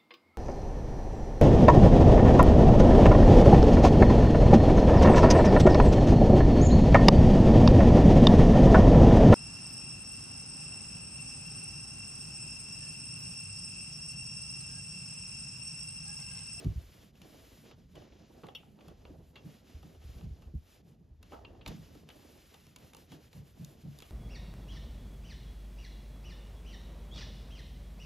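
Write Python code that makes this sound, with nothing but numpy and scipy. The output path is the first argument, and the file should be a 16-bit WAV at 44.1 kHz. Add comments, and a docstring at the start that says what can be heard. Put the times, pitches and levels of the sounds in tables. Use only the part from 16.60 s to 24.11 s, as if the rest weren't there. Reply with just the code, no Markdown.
"""Iron on cotton over a felt mat

Small quiet room, close pair of microphone ports: an iron is set down, slid and lifted on cotton laid over
a felt mat on a table, and a hand turns the cloth over. Sole and cloth hiss and the mat rustles: flickering
noise that follows the speed of each stroke. Below, the table rumbles as slow noise and thuds as struck modes;
the plastic housing ticks and creaks as short rough contacts that ring its modes."""
import sys
import numpy as np
from scipy import signal
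from scipy.fft import rfft, irfft
from scipy.io import wavfile

SR = 44100
rng = np.random.default_rng(int(sys.argv[2]) if len(sys.argv) > 2 else 0)


def persist_wave(psi):
    """Save psi, clipped to +-1, as 16-bit WAV."""
    counts = np.round(np.clip(psi, -1, 1) * 32767).astype(np.int16)
    wavfile.write(sys.argv[1], SR, np.atleast_2d(counts).T)


N = 331146
HZ = np.maximum(np.fft.rfftfreq(N, 1 / SR), 1)   # transform grid, kept above 0 for the log axis


def from_db(db):
    """Level in dB to gain."""
    return 10 ** (np.asarray(db) / 20)


def in_time(rows):
    """Columns of a curve table, one value per sample."""
    s, *columns = np.transpose(rows)
    return [np.interp(np.arange(N) / SR, s, column) for column in columns]


def at_hz(points):
    """A spectrum table on the transform grid, straight on a log axis."""
    hz, value = np.transpose(points)
    return np.interp(np.log(HZ), np.log(np.maximum(hz, 1)), value)


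def rms_one(x):
    """Scale to unit rms."""
    return x / np.sqrt(np.mean(x ** 2) + 1e-20)


def coloured(x, spectrum):
    """Filter by a spectrum that closes outside its ends."""
    inside = (HZ >= spectrum[0][0]) & (HZ <= spectrum[-1][0])
    return irfft(rfft(x) * from_db(at_hz(spectrum)) * inside, N)


def add(out, s, sound):
    """Mix a sound in at time s."""
    i = round(s * SR)
    out[i:i + len(sound)] += sound[:N - i]


def friction(level_db, spectrum, flicker_db, flicker_hz):
    """Fibres catching and slipping: flickering coloured noise; rows are direct, left room, right room."""
    slow = signal.butter(2, flicker_hz, fs=SR, output="sos")
    flicker = rms_one(signal.sosfilt(slow, rng.standard_normal(N)))
    noise = rms_one(coloured(rng.standard_normal((3, N)), spectrum))
    return from_db(level_db + flicker_db * flicker) * noise


# strokes of the sole or the hand over the cloth, levels at mid-stroke, fades from start to end (negative grows):
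# t/s, length/s, hiss level/dB, sheen level/dB, mat rustle level/dB, fade of hiss and sheen/dB, fade of rustle/dB
STROKES = [(-0.08, 0.16, -58, -71, -49.5, 8, -1), (-0.1, 0.62, -66.5, -69, -66, -2, 4),
           (0.52, 0.12, -69.5, -73, -74, -9, 3), (0.597, 0.53, -65.5, -67, -62.5, 3, 13.5),
           (1.035, 0.12, -64, -84, -58, -2, 0), (1.134, 0.17, -75.5, -82, -80, 9, 0),
           (1.27, 0.15, -74, -77, -79, 0, 3), (1.343, 0.18, -67.5, -78, -57.5, 8, 17),
           (1.478, 0.23, -69, -83, -64.5, 0, 6), (1.653, 0.3, -71, -76, -60.5, -2, -4),
           (1.933, 0.3, -77, -78, -70.5, 9, 5), (2.158, 0.2, -71, -77, -58.5, -8, -2),
           (2.338, 0.26, -74, -81, -63.5, 7, -7), (2.458, 0.25, -79, -81, -64, 2, 15),
           (2.63, 0.13, -75.5, -74, -76, 0, 5), (2.736, 0.1, -69, -78, -60.5, -5, 15),
           (2.805, 0.24, -67, -70.5, -63, 1, 13), (3.024, 0.22, -67, -72, -68, 3.5, 10),
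           (3.199, 0.26, -71, -75, -64, 13, 11), (3.385, 0.29, -66.5, -69.5, -62.5, -2, -6),
           (3.62, 0.32, -73.5, -78.5, -67, 4, -5), (3.893, 0.29, -76.5, -76.5, -84, -11, 1),
           (4.051, 0.17, -68, -70.5, -71.5, 0, -4), (4.223, 0.14, -76.5, -78, -73.5, -4, -6),
           (4.61, 0.24, -71, -77, -69, -2, -8), (4.689, 0.095, -66, -70, -55, 7, 0),
           (4.784, 0.36, -77.5, -86, -60.5, 4, 2), (5.051, 0.15, -61, -70, -54.5, 11, 3),
           (5.116, 0.36, -67.5, -70.5, -63.5, 3.5, -3), (5.46, 0.724, -67, -69.5, -66, 4, 15),
           (6.152, 0.2, -67, -69, -63.5, 1, 2), (6.327, 0.16, -67, -66, -64, 3, 0),
           (6.472, 0.13, -62.5, -67, -61, 0, -4), (6.583, 0.14, -67.5, -68.5, -68, 3, 13),
           (6.702, 0.14, -66, -67, -64.5, 4, -13), (6.822, 0.14, -70, -68.5, -69, 4, 11),
           (6.935, 0.26, -68.5, -68.5, -63, 1, -7), (7.16, 0.14, -70, -72, -64, 7, -16),
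           (7.252, 0.47, -65.5, -67.5, -65.5, -6, -2)]
# hiss, sheen and rustle: power of the speed with which each one's amplitude grows
SPEED_POWERS = (0.52, 0.76, 0.54)
# hiss, sheen and rustle with nothing moving: level/dB
STILL_DB = (-85.5, -90.5, -72.5)
SPEED_UP_S, SLOW_DOWN_S = 0.057, 0.072   # a stroke gathers and loses speed
ARCH = 0.3   # share of the speed that swells towards mid-stroke


def strokes():
    """Levels in dB of hiss, sheen and rustle: each follows the speed of the stroke and fades along it."""
    t = np.arange(N) / SR
    power = from_db(STILL_DB)[:, None] ** 2 * np.ones(N)
    for s, length, *levels_db, fade_db, mat_fade_db in STROKES:
        speeding_up, slowing_down = (t - s) / SPEED_UP_S, (s + length - t) / SLOW_DOWN_S
        speed = np.clip(np.minimum(speeding_up, slowing_down), 0, 1)
        on = speed > 0
        along = (t[on] - s) / length - .5   # -0.5 at the start, 0.5 at the end
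        swell = speed[on] * (1 - ARCH + ARCH * np.cos(np.pi * along))
        fades_db = (fade_db, fade_db, mat_fade_db)
        for row, db, growth, fade in zip(power, levels_db, SPEED_POWERS, fades_db):
            row[on] += (from_db(db - fade * along) * swell ** growth) ** 2
    return 10 * np.log10(power)


# colour of the cloth's hiss: f/Hz, relative level/dB per Hz
HISS = [(700, -11), (1100, -1), (1600, -1.5), (2200, -1), (3000, 0.5), (4200, -2.5), (5500, -3), (7000, -7),
        (9000, -25)]
# colour of the treble sheen over it: f/Hz, relative level/dB per Hz
SHEEN = [(5500, -20.5), (7500, 2), (10000, 1.5), (12000, -2), (14000, -2.5), (15500, -2)]


def cloth_slide(hiss_db, sheen_db):
    """Sole and cotton rub: a hiss and a finer treble sheen, each flickering on its own."""
    hiss = friction(hiss_db, HISS, flicker_db=0.85, flicker_hz=22.5)
    return hiss + friction(sheen_db, SHEEN, flicker_db=1.0, flicker_hz=20)


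# colour of the felt mat's rustle: f/Hz, relative level/dB per Hz
RUSTLE = [(200, 0), (300, 1), (450, -2.5), (650, -5.5), (900, -13.5), (1300, -23), (2000, -24.5)]


def mat_rustle(rustle_db):
    """The felt under the stroke catches more unevenly, a low rustle with deep flicker."""
    return friction(rustle_db, RUSTLE, flicker_db=2.8, flicker_hz=25)


# rumble of the table under the weight: t/s, deep level/dB, upper level/dB
PUSH = [(0.0, -61, -57), (0.21, -52, -68), (0.44, -66, -62.5), (1.38, -61.5, -62.5), (2.2, -68.5, -62.5),
        (2.49, -54, -63.5), (2.95, -67.5, -60.5), (3.49, -57.5, -67), (3.62, -53.5, -53),
        (3.78, -55, -59.5), (4.1, -63, -71.5), (4.31, -68, -61.5), (4.6, -57.5, -68), (5.23, -58.5, -61),
        (5.83, -66, -68.5), (6.32, -65, -64.5), (6.98, -63, -63), (7.51, -62, -68)]
# colour of the deep rumble: f/Hz, relative level/dB per Hz
DEEP = [(20, -39), (35, -11), (55, -6.5), (80, -4), (110, -14), (150, -26.5)]
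# colour of the upper rumble: f/Hz, relative level/dB per Hz
UPPER = [(80, -17), (115, -1), (170, -1), (250, -8), (330, -23), (450, -16)]


def table_rumble():
    """The table under the shifting weight: two bands of low noise, each with its own slow level."""
    deep_db, upper_db = in_time(PUSH)
    deep = friction(deep_db, DEEP, flicker_db=1.7, flicker_hz=19)
    return deep + friction(upper_db, UPPER, flicker_db=3.0, flicker_hz=8.2)


def ring(force, hz, t60):
    """One mode: a unit click sets a decaying sine of starting height 1 ringing."""
    r = from_db(-60 / (t60 * SR))
    w = 2 * np.pi * hz / SR
    return signal.lfilter([0, np.sin(w)], [1, -2 * r * np.cos(w), r * r], force)


def body(modes, force, stiff_db):
    """All modes of one part, scaled to peak 1; stiff_db an octave favours the upper ones."""
    out = 0
    for k, (hz, db, t60) in enumerate(modes):
        mode = ring(force, hz, t60)
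        height = from_db(db + stiff_db * np.log2(hz / modes[0][0]))
        out = out + (-1) ** k * height * mode / np.abs(mode).max()
    return out / np.abs(out).max()


# ticks and creaks of the housing, levels ahead of colouring and ports:
# t/s, crack level/dB, hollow knock level/dB, bright edge level/dB, contact/ms,
# ring of the hard modes against the crack level/dB
TICKS = [(0.0441, -44, -52.5, -55.5, 4.6, -19), (0.554, -55.5, -81, -66, 2.4, -10),
         (0.6169, -43.5, -64, -54, 2.9, -15), (1.1117, -45.5, -59, -67, 5.7, -15),
         (1.353, -49, -59, -62.5, 9.6, -6), (1.419, -52, -62.5, -78, 2.1, -8),
         (1.5213, -53, -68, -80, 2.4, -10), (1.834, -47, -46, -73, 8.1, -14),
         (1.8678, -41, -78, -59, 2.2, -26), (1.8848, -46.5, -44.5, -69, 3.1, -3.5),
         (1.949, -50, -54, -63, 6, 15.5), (2.0317, -72, -56.5, -79, 1.3, -3),
         (2.1885, -53, -57.5, -82, 1.3, -8), (2.2077, -47.5, -63, -69, 5.3, -25),
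         (2.2821, -56, -53, -54, 2.3, 0.5), (2.4519, -40, -50.5, -76, 1.6, -15.5),
         (2.7557, -41.5, -57.5, -67, 12, -8), (3.2282, -51.5, -53.5, -63, 3.7, -11),
         (3.347, -55, -63, -70, 2.5, -10), (3.4173, -59, -60, -74, 3, -8),
         (3.6104, -48, -57.5, -70, 2, -23), (3.8186, -55, -61.5, -69, 10, -10),
         (4.6279, -46.5, -60.5, -56, 3.9, -19), (4.7201, -47, -46.5, -71, 2, -9),
         (4.7312, -55, -44, -73, 2.8, -12), (4.7404, -59, -46, -77, 6, -4),
         (4.7644, -54, -52, -79, 1.9, -12), (4.7884, -66, -52, -80, 1.5, 0),
         (4.848, -38, -59, -88, 3.8, -8.5), (4.9493, -60, -57.5, -88, 2.7, -9),
         (5.0099, -47, -67, -86, 8.5, -11), (5.062, -25, -43, -48, 2.6, -33),
         (5.0758, -35.5, -51, -46, 9, -18), (5.3512, -59, -56, -60.5, 2.1, -4),
         (5.489, -41.5, -56, -56.5, 4, -19), (5.5014, -40, -58, -76, 4.1, -12),
         (5.941, -44, -56, -58, 5.2, -16), (6.067, -54, -66, -60, 3.6, -12),
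         (6.1608, -40.5, -59.5, -48.5, 3.6, -18), (6.186, -62, -72, -60, 2.5, -12),
         (6.334, -40.5, -59.5, -55, 2.7, -29), (6.3476, -41.5, -52, -49.5, 1.7, -15),
         (6.367, -51, -59, -53, 3.6, -13), (6.5176, -53, -52, -59, 6.1, 1), (6.7298, -43, -61, -58, 3, -25),
         (7.047, -60, -71, -44, 2, -5), (7.3873, -70, -64, -48.5, 2.8, -14),
         (7.4028, -44, -70, -53, 2.5, -20), (7.422, -41.5, -51, -50, 2.6, -8)]
# hollow modes of the housing: f/Hz, level/dB, t60/s
HOLLOW = [(444, 1.5, 0.0054), (620, 2, 0.015), (708, -2.5, 0.037), (826, -1.5, 0.02), (943, -8.5, 0.04),
          (1193, -3, 0.0085)]
# hard modes of the housing: f/Hz, level/dB, t60/s
HARD = [(2740, -2, .045), (3000, -1, .05), (3340, 0, .04), (3700, -9, .03), (4300, -14, .04),
        (5580, -11, .045), (10700, -22, .04), (13420, -17, .08)]
# colour of the crack: f/Hz, gain/dB
CRACK = [(900, 5), (1400, -1), (2000, -2.5), (2400, 3.5), (2900, 2.5), (3500, 0.5), (4500, -3), (6000, -42)]
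# colour of the bright edge: f/Hz, gain/dB
BRIGHT = [(3500, 11.4), (5000, 10), (7000, 8.7), (10000, 9.5), (13000, 0.33), (16000, 8.1)]
# colour of the loose rattle: f/Hz, gain/dB
RATTLE = [(1500, -31), (2300, -5), (2900, 2), (3600, -9), (5000, -30)]
RATTLE_DB, RATTLE_MS = -11, 59   # loose parts shake on after a tick: level under the ring, decay constant
CREST_DB = 6.5   # peak of a hollow knock over its table level


def ticks():
    """A short rough contact gives a broad crack with a bright edge, rings the modes and leaves a loose rattle."""
    out, crack, edge, rattle = np.zeros((4, N))
    t = np.arange(SR // 4) / SR
    draws = rng.standard_normal((len(TICKS), 5, len(t)))
    for (s, crack_db, hollow_db, bright_db, contact_ms, ring_db), draw in zip(TICKS, draws):
        x = 1000 * t / contact_ms
        force = draw * (1 - np.exp(-6 * x)) * np.exp(-x)
        hard_db = crack_db + ring_db
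        stiff_db = 2.8 * min(ring_db + 1, 0)   # only clear, ringing blows reach the top modes
        add(out, s, from_db(hard_db) * body(HARD, force[0], stiff_db))
        add(out, s, from_db(hollow_db + CREST_DB) * body(HOLLOW, force[1], 0))
        add(crack, s, from_db(crack_db) * force[2])
        add(edge, s, from_db(bright_db) * force[3] * np.exp(-.4 * x))   # the treble dies first
        shake = draw[4] * np.exp(-1000 * t / RATTLE_MS)
        add(rattle, s, from_db(hard_db + RATTLE_DB) * shake)
    return out + coloured(crack, CRACK) + coloured(edge, BRIGHT) + coloured(rattle, RATTLE)


# thuds on the table, ahead of the ports: t/s, peak level/dB, centre of the blow f/Hz, added damping/(1/s)
THUDS = [(0.046, -32.5, 154, 30), (0.054, -29.5, 133, 30), (0.057, -36, 332, 49), (0.065, -23.5, 89.5, 28),
         (0.085, -26, 73, 21), (0.159, -28.5, 68.4, 21), (0.176, -34, 72, 62), (1.25, -50.5, 58, 20),
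         (1.831, -43.5, 178, 35), (2.275, -47, 148, 53), (2.497, -43, 273, 22), (2.848, -38.5, 178, 22),
         (3.146, -38, 52.3, 8), (3.236, -43.5, 172, 26), (3.448, -39, 65, 22), (3.493, -36.5, 72, 40),
         (3.561, -40, 61.5, 45), (3.627, -37.5, 112, 20), (3.663, -36.5, 71, 23), (3.71, -33.5, 66, 37),
         (3.868, -38.5, 49.5, 10), (3.939, -35.5, 159, 74), (3.952, -28, 69, 37), (4.51, -44.5, 51, 7.4),
         (5.068, -38.5, 69, 15), (5.073, -40.5, 200, 7.6), (5.09, -35.5, 54, 46), (5.105, -41, 192, 7.3),
         (5.134, -43, 196, 8.6), (5.18, -40.5, 154, 23), (5.358, -47, 267, 86), (6.504, -45, 175, 11),
         (6.53, -44.5, 274, 23), (6.749, -45, 138, 23), (6.777, -43, 118, 10), (6.997, -39, 145, 14),
         (7.02, -43.5, 140, 14), (7.236, -39, 164, 3.3), (7.271, -41, 144, 21)]
# modes of the table top, with no weight on it: f/Hz, level/dB, t60/s
TABLE = [(51.3, 0, 0.59), (64.3, 3.5, 0.51), (74.5, 8, 0.45), (104.3, 10.5, 0.14), (141.7, 2, 0.72),
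         (159.7, 3.5, 0.33), (206, 0, 0.41), (290.4, 7.5, 0.084), (363.7, -1, 0.19)]
THUD_CONTACT_MS = 7.6   # build-up time of a mode at the centre of the blow


def thuds():
    """Each blow excites the table modes nearest its centre; the resting weight damps them."""
    out, t = np.zeros(N), np.arange(SR // 2) / SR
    for s, peak_db, centre_hz, damping in THUDS:
        sound = np.zeros(len(t))
        for hz, mode_db, t60 in TABLE:
            off_db = -14 * np.log2(hz / centre_hz) ** 2
            decay = np.log(1000) / t60 + damping
            x = 1000 * t / THUD_CONTACT_MS * hz / centre_hz
            rise = 1 - np.exp(-x ** 1.11)   # low modes build up later
            sine = np.sin(2 * np.pi * hz * t)
            sound -= from_db(mode_db + off_db) * rise * sine * np.exp(-decay * t)
        add(out, s, from_db(peak_db) * sound / np.abs(sound).max())
    return out


ROOM_T60_S = 0.18


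def in_room(blows):
    """The small room answers with dying noise tails; rows are direct, left room, right room."""
    t = np.arange(SR // 2) / SR
    tails = rng.standard_normal((2, len(t))) * from_db(-60 * t / ROOM_T60_S)
    tails /= np.sqrt(np.sum(tails ** 2, axis=1, keepdims=True))   # unit energy
    return np.vstack([blows, irfft(rfft(blows) * rfft(tails, N), N)])


# phase between the microphone ports: f/Hz, lead of the left/rad
LEAD = [(0, 0), (950, 0.3), (1290, 0.2), (4130, -0.2), (5600, -0.9), (6630, -0.6), (6980, 0.1), (7320, 1.8),
        (8350, 2.9), (9560, 3.3), (11800, 6.2), (13000, 6.6), (14600, 9.2), (15300, 9.5)]
# level between the ports: f/Hz, left minus right level/dB
TILT = [(100, 0), (300, -2), (750, -3), (1300, 0), (2500, 1), (4500, -0.1)]
# room sound against direct sound: f/Hz, level/dB
WET = [(60, -21.5), (200, -8), (600, -1), (1500, -1.5), (2500, -8.5), (4000, -14.5), (7000, -33),
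       (15000, -35)]


def ports(sound):
    """Both ports get the direct sound with their own phase and tilt, plus the room sound of their side."""
    hz, lead = np.transpose(LEAD)
    half = np.array([[.5], [-.5]])   # left and right share each difference
    wet, parts = from_db(at_hz(WET)), rfft(sound)
    direct = np.exp(1j * half * np.interp(HZ, hz, lead)) * parts[0]
    mixed = (direct + wet * parts[1:]) / np.sqrt(1 + wet ** 2)
    return irfft(from_db(half * at_hz(TILT)) * mixed, N)


def scene():
    """All sources, heard through the two ports."""
    hiss_db, sheen_db, rustle_db = strokes()
    rubbing = cloth_slide(hiss_db, sheen_db) + mat_rustle(rustle_db)
    blows = in_room(ticks() + thuds())
    return ports(rubbing + table_rumble() + blows)


BASS_HZ, TOP_STOP_HZ = 29.2, 16650   # bass corner; from the second on, the top is 60 dB down


def record(dry):
    """The microphone loses the deepest bass, and the top is cut."""
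    dry = signal.sosfilt(signal.butter(2, BASS_HZ, "high", fs=SR, output="sos"), dry)
    return signal.sosfilt(signal.cheby2(12, 60, TOP_STOP_HZ, fs=SR, output="sos"), dry)


dry = scene()
out = record(dry)
persist_wave(out)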